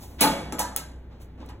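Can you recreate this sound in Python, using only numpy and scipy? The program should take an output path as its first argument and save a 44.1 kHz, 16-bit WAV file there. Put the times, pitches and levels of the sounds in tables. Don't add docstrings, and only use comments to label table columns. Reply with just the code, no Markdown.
import sys
import numpy as np
from scipy.fft import rfft, irfft, next_fast_len
from scipy.io import wavfile
from scipy.ndimage import map_coordinates

SR = 44100
rng = np.random.default_rng(int(sys.argv[2]) if len(sys.argv) > 2 else 0)


def unload_wav(signal):
    wavfile.write(
        sys.argv[1],
        SR,
        np.round(np.clip(np.atleast_2d(signal).T, -1, 1) * 32767).astype(np.int16),
    )


N = 70560


def amp(db):
    return 10 ** (np.asarray(db) / 20)


def unit(x):
    return x / np.sqrt(np.mean(x ** 2) + 1e-20)


def along(points, hz):
    freqs, values = np.transpose(points)
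    return np.interp(np.log(hz + 1), np.log(freqs + 1), values)


def fade(t, t60):
    return np.exp(-np.log(1000) * t / t60)


def since(start):
    return np.maximum(np.arange(N) / SR - start, 0)


def wobble(rate):
    return map_coordinates(rng.standard_normal(256), [np.arange(N) * rate / SR], mode="wrap")


def filtered(x, response):
    size = next_fast_len(N + SR // 2)
    return irfft(rfft(x, size) * response(np.fft.rfftfreq(size, 1 / SR)), size)[..., :N]


# frequency in Hz, correlation between the channels.
CHANNEL_LIKENESS = [(60, .9999), (130, .99), (280, .92), (700, .7), (1500, .75), (2800, .55), (4500, .98),
                    (8000, .98), (15000, .98)]
def noise(spectrum):
    hz = np.fft.rfftfreq(N, 1 / SR)
    spread = np.arccos(np.clip(along(CHANNEL_LIKENESS, hz), -1, 1)) / 2
    coloured = rfft(rng.standard_normal((2, N))) * amp(along(spectrum, hz))
    mid, side = irfft(coloured * [np.cos(spread), np.sin(spread)], N)
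    return unit(np.array([mid + side, mid - side]))


# pitch in Hz, level in dB.
HUM_TONES = [(31.3, -63), (62.7, -45), (94, -55.5), (156, -58.5), (250, -64.5), (850, -70.5)]
# frequency in Hz, relative density in dB.
ROOM_TONE = [(20, -1), (60, -0.5), (110, -3), (250, -8.5), (500, -14.5), (1000, -27.5), (2000, -30.5),
             (4000, -41), (8000, -58), (15000, -52.5)]
def room_hum():
    t, hum = np.arange(N) / SR, np.zeros(N)
    for hz, db in HUM_TONES:
        peak = amp(db + 3.1 * wobble(rate=22)) * np.sqrt(2)
        hum += peak * np.sin(2 * np.pi * (hz * t + rng.random()) + 0.2 * wobble(rate=16))
    return hum + amp(-48) * noise(ROOM_TONE)


# peak time, rise and fall in seconds,
# then body, rasp and hiss levels in dB.
STROKES = [(0.037, 0.032, 0.044, -47, -58, -46.5), (0.121, 0.034, 0.18, -52, -64, -59.5),
           (.203, .012, .003, -40, -38, -65), (0.2079, 0.00053, .003, -43, -21.5, -17),
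           (1.125, 0.022, 0.16, -55, -65.5, -83.5), (1.222, 0.017, 0.023, -54.5, -61.5, -55),
           (1.424, 0.031, 0.076, -47, -59, -77)]
# frequency in Hz, relative density in dB.
BODY_SPECTRUM = [(80, -21.5), (250, 8), (500, -4), (900, -1.5), (1400, -16.5), (3500, -27), (16000, -71)]
RASP_SPECTRUM = [(500, -16.5), (1300, 2.5), (2400, 2.5), (3600, 2), (5000, -3), (7500, -13.5),
                 (15000, -30.5)]
HISS_SPECTRUM = [(500, -27), (2000, -12.5), (4000, -2), (7000, 0.5), (9000, -1.5), (11500, -0.5),
                 (15500, -1.5)]
def rubs():
    t, out = np.arange(N) / SR, np.zeros((2, N))
    spectra = [BODY_SPECTRUM, RASP_SPECTRUM, HISS_SPECTRUM]
    for peak_s, rise, fall, *levels_db in STROKES:
        envelope = np.exp(-(np.minimum(t - peak_s, 0) / rise) ** 2 - since(peak_s) / fall)
        out += envelope * sum(amp(db) * noise(colour) for db, colour in zip(levels_db, spectra))
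    return out


# frequency in Hz, relative density in dB.
CLICK_SPECTRUM = [(300, -15), (1500, -13.5), (4000, -14), (7000, -6), (11000, 1), (13000, -4.5),
                  (15500, 6.5)]
def click(start, cutoff_hz, rise_s=0.0011, fall_s=0.00061):
    t = since(start)
    envelope = (1 - np.exp(-(t / rise_s) ** 2)) * np.exp(-t / fall_s)
    crack = filtered(noise(CLICK_SPECTRUM)[0], lambda hz: 1 / (1 + (hz / cutoff_hz) ** 4))
    return unit(crack) * envelope / envelope.max()


def band(spectrum, centres_hz, k):
    hz = np.fft.rfftfreq(N, 1 / SR)
    weight = np.interp(np.log(hz + 1), np.log(centres_hz), np.eye(len(centres_hz))[k])
    return irfft(spectrum * weight, N)


# frequency in Hz, relative density in dB.
PANEL_SPECTRUM = [(60, -19), (110, -14), (160, -4.5), (200, -1), (300, 3), (400, -3.5), (600, -0.5),
                  (900, -0.5), (1400, -9), (1950, -12), (2500, -13.5), (4000, -15), (5000, -14),
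                  (7300, -14), (9000, -11), (10600, -12), (13000, -11.5), (15500, -13)]
PANEL_BANDS = [250, 900, 2800, 7000, 14000]
# frequency in Hz, t60 in seconds before stretching.
PANEL_DECAY = [(150, 1), (400, 1), (1000, 0.88), (2500, 0.67), (7000, 0.52), (11000, 0.27), (15000, 0.22)]
# frequency in Hz, rise time in seconds.
PANEL_BLOOM = [(150, 0.023), (300, 0.0025), (900, 0.015), (2500, 0.006), (10000, 0.00071)]
def panels(start, stretch, band_db, cluster_db=3, cluster_width_hz=55):
    t, out = since(start), np.zeros((2, N))
    hz = np.fft.rfftfreq(N, 1 / SR)
    clusters = map_coordinates(rng.standard_normal(2048), [hz / cluster_width_hz], mode="wrap")
    modes = rfft(noise(PANEL_SPECTRUM)) * amp(cluster_db * clusters * np.minimum(hz / 1500, 1))
    gains_db = [db - 10 * np.log10(np.mean(band(modes[0], PANEL_BANDS, k) ** 2))
                for k, db in enumerate(band_db)]
    modes *= amp(along(list(zip(PANEL_BANDS, gains_db)), hz))
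    early_gain = amp(1.5)
    early = early_gain * fade(t, t60=0.16 * stretch)
    centres_hz = np.geomspace(150, 15000, 7)
    for k, centre in enumerate(centres_hz):
        tail = fade(t, along(PANEL_DECAY, centre) * stretch)
        bloom = 1 - np.exp(-t / along(PANEL_BLOOM, centre))
        out += band(modes, centres_hz, k) * bloom * (early + tail) / (1 + early_gain)
    return out


def ringing(start, pitches, rings, reflected=0.83):
    t, out = since(start), np.zeros((2, N))
    direct = np.sqrt(1 - reflected ** 2)
    for hz, (db, t60) in zip(pitches, rings):
        live = (t > 0) & (t < t60)
        age = t[live]
        knots = rng.standard_normal((512, 2)) @ [1, 1j]
        knots_per_s = 20 + 16 * hz / 1000
        waver = np.interp(age * knots_per_s, np.arange(len(knots)), knots)
        tone = np.imag(np.exp(2j * np.pi * hz * age) * (direct + reflected * waver))
        rise_s = 0.0045 * min(1, 1000 / hz)
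        out[:, live] += amp(db) * (1 - np.exp(-age / rise_s)) * fade(age, t60) * tone
    return out


# that mode's relative level in dB, t60 in seconds.
BODY_PITCHES = [157, 200, 266, 288, 503, 559, 654, 836, 852, 880, 1179, 1248, 1463, 1601]
BODY_RINGS = [(-11, 0.85), (-8.5, 1), (-12.5, .8), (-6, .55), (-8, .6), (-7.5, 0.71), (-8.5, 0.86),
              (-4.5, 0.42), (3.5, 0.4), (1.5, .35), (-9.5, .45), (-9.5, 0.41), (-12, 0.39), (-12.5, 0.26)]
FRAME_PITCHES = [2258, 2455, 3385, 4045, 6874, 8400, 10162, 10366, 10485, 10650, 11992]
FRAME_RINGS = [(-7, 0.85), (1, 0.25), (-8, 0.8), (5, .27), (-6, 0.25), (-6, .22), (-1, .2), (4, .2),
               (-1.5, .2), (-1.5, .2), (-2.5, .22)]
SHELF_PITCHES = [777, 845, 897, 975, 1255, 1595, 1733, 1905, 6326, 7470]
SHELF_RINGS = [(-1, 0.11), (1, 0.35), (-1.5, 0.23), (3, 0.38), (-3.5, .22), (-9.5, 0.48), (-12, 0.59),
               (-10.5, 0.25), (-12, 0.15), (-7.5, 0.2)]
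FITTING_PITCHES = [1290, 1338, 1577, 1655, 3618, 5803, 7171, 7537, 10690, 11390]
FITTING_RINGS = [(0, 0.28), (-1, 0.17), (-12, .7), (-10, .5), (-10, 0.26), (-9, .18), (-5.5, 0.39),
                 (-3.5, .2), (-5, .16), (-4.5, 0.21)]
# start in seconds, click level in dB, click cutoff in Hz, panel decay
# stretch as a factor, five panel band levels in dB, then body, frame, shelf and fitting gains in dB.
CART_BLOWS = [(.2100, -9, 14100, 1, -20, -24, -20, -22, -16.5, -26, -29, -77, -70),
              (.2340, -20, 4040, 0.444, -37, -16.5, -32, -30, -54, -24.5, -51.5, -55, -64),
              (0.5234, -25, 6400, 0.6, -28.5, -35.5, -41, -42.5, -47, -41.5, -75, -85, -45),
              (0.5839, -42, 8950, 0.24, -46, -23.5, -28, -36, -46, -39, -66, -65, -83),
              (.5925, -14, 16900, 0.77, -41, -28, -35, -26.5, -28.5, -39.5, -66, -30.5, -40),
              (0.7622, -13, 14300, 0.69, -40, -41, -36, -33, -29, -66.5, -62, -49.5, -40),
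              (1.3770, -58, 3000, 0.42, -54, -49.5, -59.5, -79, -87.5, -67.5, -86.5, -79, -87),
              (1.4020, -54, 4000, 0.59, -42, -50.5, -53.5, -68, -89, -55, -90, -78, -90),
              (1.4611, -48.5, 17000, 0.38, -40.5, -65, -64.5, -63, -74, -67, -78, -76, -90),
              (1.4880, -41, 3870, 0.44, -57.5, -43.5, -46.5, -56, -56.5, -66, -103, -56, -71.5)]
def blows():
    parts = [(BODY_PITCHES, BODY_RINGS), (FRAME_PITCHES, FRAME_RINGS),
             (SHELF_PITCHES, SHELF_RINGS), (FITTING_PITCHES, FITTING_RINGS)]
    out = np.zeros((2, N))
    for start, click_db, cutoff_hz, stretch, *levels_db in CART_BLOWS:
        band_db, part_db = levels_db[:len(PANEL_BANDS)], levels_db[len(PANEL_BANDS):]
        out += amp(click_db) * click(start, cutoff_hz)
        out += panels(start, stretch, band_db)
        out += sum(amp(db) * ringing(start, *part) for db, part in zip(part_db, parts))
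    return out


def scene():
    return blows() + rubs() + room_hum()


# frequency in Hz, lead of the left port in radians.
PORT_LEAD = [(0, 0), (300, -.1), (900, -.45), (1600, 0), (2600, 2.2), (3500, 1.1), (4200, 2), (4850, 3.14),
             (6400, 5.9), (7200, 6.4), (9000, 9.42), (10900, 12.3), (11600, 12.8), (13250, 15.7),
             (15000, 18.6), (16500, 18.85)]
def record(dry, top_hz=15900):
    def response(hz):
        lead = np.interp(hz, *np.transpose(PORT_LEAD))
        ports = np.array([np.ones_like(hz), np.exp(-1j * lead)])
        return ports / (1 + (hz / top_hz) ** 120)
    return filtered(dry, response)


dry = scene()
out = record(dry)
unload_wav(out)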